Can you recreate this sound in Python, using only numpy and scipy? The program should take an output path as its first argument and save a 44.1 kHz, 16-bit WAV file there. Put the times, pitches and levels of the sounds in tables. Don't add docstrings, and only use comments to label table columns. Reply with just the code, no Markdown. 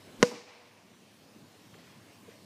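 import sys
import numpy as np
from scipy import signal
from scipy.fft import rfft, irfft
from scipy.io import wavfile
from scipy.ndimage import uniform_filter1d, minimum_filter1d

SR = 44100
rng = np.random.default_rng(int(sys.argv[2]) if len(sys.argv) > 2 else 0)


def waveform_to_disk(signal):
    frames = np.transpose(np.atleast_2d(signal))
    scaled = np.clip(frames, -1, 1) * 32767
    samples = np.round(scaled).astype(np.int16)
    wavfile.write(sys.argv[1], SR, samples)


N = 108045
TIME = np.arange(N) / SR
HIT_S, HIT_DB = 0.2279, 12

# freq_hz, gain_db
CRACK_SPECTRUM = [(100, -5), (350, -0.5), (650, 10.5), (1200, 7), (1600, 5), (2200, -4.5), (3500, -0.5),
                  (6000, -4), (7500, -10), (10000, -17), (13000, -23.5), (15500, -49.5)]
# freq_hz, gain_db
PUSH_SPECTRUM = [(50, -11.5), (120, 1), (180, 3), (270, -1), (370, -25), (600, -16.5), (1500, -34.5),
                 (15000, -70.5)]
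# pitch_hz, gain_db, t60_s
HIT_TONES = [(490, -13, 0.1), (584, -11, 0.026), (823, -25.5, 0.027), (1110, -27, 0.036),
             (1480, -22.5, 0.033), (2090, -15, .01), (2864, -26, 0.023), (4400, -40.5, 0.021),
             (5853, -15.5, 0.0046), (6740, -23.5, 0.009)]


def bat_hit(rebound_s=0.00092, rebound_db=-6.5, rattle_t60_s=0.031):
    t = TIME[:SR // 4]
    click = 1. * (t == 0)
    dent = colour(click, CRACK_SPECTRUM)
    rebound = amp(rebound_db) * delayed(dent, rebound_s)[:len(t)]
    crack = amp(4.5) * (dent - rebound)
    push = -amp(25) * colour(click, PUSH_SPECTRUM)
    ring = sum(amp(db) * decay(t, t60) * np.sin(2 * np.pi * hz * t) for hz, db, t60 in HIT_TONES)
    wall_noise = unit(colour(rng.standard_normal(len(t)), CRACK_SPECTRUM))
    rattle = amp(-17.5) * decay(t, rattle_t60_s) * wall_noise
    blow = crack + cut(ring, hz=8350, kind="low", order=3) + push + rattle
    return amp(HIT_DB) * delayed(cut(blow, hz=126, kind="high", order=4), HIT_S)


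# freq_hz, gain_db
SCATTER_SPECTRUM = [(100, -2.5), (250, 12.5), (500, 10), (700, 18.5), (950, 20.5), (1450, 11.5),
                    (2350, 18.5), (3200, 11.5), (5500, 17.5), (7500, 9.5), (10000, 3), (15000, -2.5)]
# delay_s, rise_s, gain_db, t60_s, low_cut_hz, high_cut_hz
ECHO_PATHS = [(.006, 0.017, -21.5, 0.42, 130, 12200), (0.036, .002, -31, 0.054, 130, 400),
              (0.079, 0.011, -23, 0.21, 130, 1200), (.105, 0.015, -28, 0.61, 298, 5560),
              (.225, 0.027, -29, 1.38, 630, 3300)]


def lawn_echoes(hit, ground_delay_s=0.0048):
    ground = amp(-13) * delayed(cut(hit, hz=2800, kind="low", order=1), ground_delay_s)
    click = 1. * (TIME == 0)
    hiss = amp(HIT_DB) * delayed(colour(click, SCATTER_SPECTRUM), HIT_S)
    low_note = amp(-3) * cut(hit, hz=700, kind="low", order=4)
    response = np.zeros(N)
    for delay_s, rise_s, db, t60_s, low_cut_hz, high_cut_hz in ECHO_PATHS:
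        taps = rng.standard_normal(N) * np.minimum(TIME / rise_s, 1) * decay(TIME, t60_s)
        taps = cut(taps / np.linalg.norm(taps), low_cut_hz, "high", order=2)
        response += amp(db) * delayed(cut(taps, high_cut_hz, "low", order=2), delay_s)
    return ground + signal.fftconvolve(hiss + low_note, response)[:N]


# freq_hz, gain_db
SWISH_SPECTRUM = [(40, -1), (130, -8.5), (240, 7), (400, -2), (800, -15), (1600, -18), (5000, -26),
                  (15000, -36)]


def swish(peak_s=0.2254, width_s=0.031, level_db=-41):
    swell = np.exp(-((TIME - peak_s) / width_s) ** 2)
    return amp(level_db) * swell * unit(colour(rng.standard_normal(N), SWISH_SPECTRUM))


# start_s, level_db, pitch_hz, length_s
TURF_THUDS = [(0.07, -49, 278, 0.0059), (.912, -56, 247, 0.036), (1.35, -54, 240, 0.03),
              (1.615, -54, 130, 0.0061), (1.715, -55.5, 126, 0.04), (1.739, -50, 1840, 0.0066),
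              (1.742, -51, 384, 0.017), (1.799, -59, 230, 0.025), (1.845, -56, 140, 0.045),
              (1.948, -58, 141, 0.048), (2.232, -46, 267, 0.0061), (2.278, -50, 363, 0.018),
              (2.392, -55, 252, 0.0097)]


def thuds(width_octaves=0.46):
    octave = np.log2(np.fft.rfftfreq(N, 1 / SR) + 1)
    noise_spectrum = rfft(rng.standard_normal(N))
    knocks = np.zeros(N)
    for start_s, db, hz, length_s in TURF_THUDS:
        band = np.exp(-((octave - np.log2(hz)) / width_octaves) ** 2 / 2)
        knocks += amp(db) * puff(start_s, length_s) * unit(irfft(noise_spectrum * band, N))
    return cut(knocks, hz=81.6, kind="high", order=4)


# start_s, level_db, length_s
BRUSH_STROKES = [(.06, -80, 0.023), (1.777, -59.5, 0.045), (1.828, -62.5, 0.092), (2.289, -60.5, 0.043)]
# freq_hz, gain_db
BRUSH_SPECTRUM = [(200, -49.5), (900, -7.5), (1900, 16), (3200, 6.5), (6000, -1), (15000, -35)]


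def brushing():
    envelope = sum(amp(db) * puff(start_s, length_s) for start_s, db, length_s in BRUSH_STROKES)
    return envelope * unit(colour(rng.standard_normal(N), BRUSH_SPECTRUM))


# freq_hz, gain_db
HUSH_SPECTRUM = [(15, -39), (25, -22), (64, -29.5), (84, -12), (122, -4.5), (214, -0.5), (265, -2.5),
                 (366, -6), (519, -8), (644, -8), (820, -12), (1070, -11), (1290, -16), (1830, -17),
                 (2600, -15.5), (5090, -19.5), (15300, -31.5)]


def hush(level_db=-54.5, patch_depth_db=2):
    frames = dict(fs=SR, nperseg=2048, noverlap=1536)
    hz, _, bins = signal.stft(rng.standard_normal(N), **frames)
    patches = uniform_filter1d(rng.standard_normal(bins.shape), size=16, axis=0)
    patches = unit(uniform_filter1d(patches, size=8, axis=1))
    bins = bins * amp(spectrum_db(HUSH_SPECTRUM, hz)[:, None] + patch_depth_db * patches)
    _, noise = signal.istft(bins, **frames)
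    return amp(level_db) * unit(noise[:N])


def hum(pitch_hz=104.5, width_hz=12, level_db=-67.5):
    band = np.exp(-((np.fft.rfftfreq(N, 1 / SR) - pitch_hz) / width_hz) ** 2)
    return amp(level_db) * unit(irfft(rfft(rng.standard_normal(N)) * band, N))


def amp(db):
    return 10 ** (np.asarray(db) / 20)


def unit(x):
    return x / np.sqrt(np.mean(x ** 2) + 1e-20)


def spectrum_db(spectrum, hz):
    freq_hz, gain_db = np.transpose(spectrum)
    return np.interp(np.log(hz + 1), np.log(freq_hz + 1), gain_db)


def colour(x, spectrum, size=4096):
    hz = abs(np.fft.fftfreq(size, 1 / SR))
    log_gain = np.log(amp(spectrum_db(spectrum, hz)))
    response = np.exp(np.conj(signal.hilbert(log_gain)))
    taps = np.fft.ifft(response).real[:size // 2]
    return signal.oaconvolve(x, taps)[:len(x)]


def cut(x, hz, kind, order):
    return signal.sosfilt(signal.butter(order, hz, kind, fs=SR, output="sos"), x)


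def delayed(x, delay_s):
    return np.pad(x, (round(delay_s * SR), N))[:N]


def decay(t, t60_s):
    return np.exp(-np.log(1000) * t / t60_s)


def puff(start_s, length_s):
    age = np.maximum(TIME - start_s, 0) / (length_s / 2)
    return age * np.exp(1 - age)


def scene():
    hit = bat_hit()
    return (hit + lawn_echoes(hit) + swish() + thuds() + brushing() + hush() + hum())[None]


def record(dry, limit_db=-0.3, recovery_s=1.073, cutoff_hz=15400):
    headroom_db = minimum_filter1d(-20 * np.log10(abs(dry[0]) + 1e-9), size=48)
    excess_db = np.maximum(-headroom_db - limit_db, 0)
    recovery = np.exp(-TIME / recovery_s)
    duck_db = np.maximum.accumulate(excess_db / recovery) * recovery
    limited = dry * amp(-uniform_filter1d(duck_db, size=32))
    low_pass = signal.firwin(511, cutoff_hz, window=("kaiser", 9), fs=SR)
    return signal.oaconvolve(limited, low_pass[None], "same")


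dry = scene()
out = record(dry)
waveform_to_disk(out)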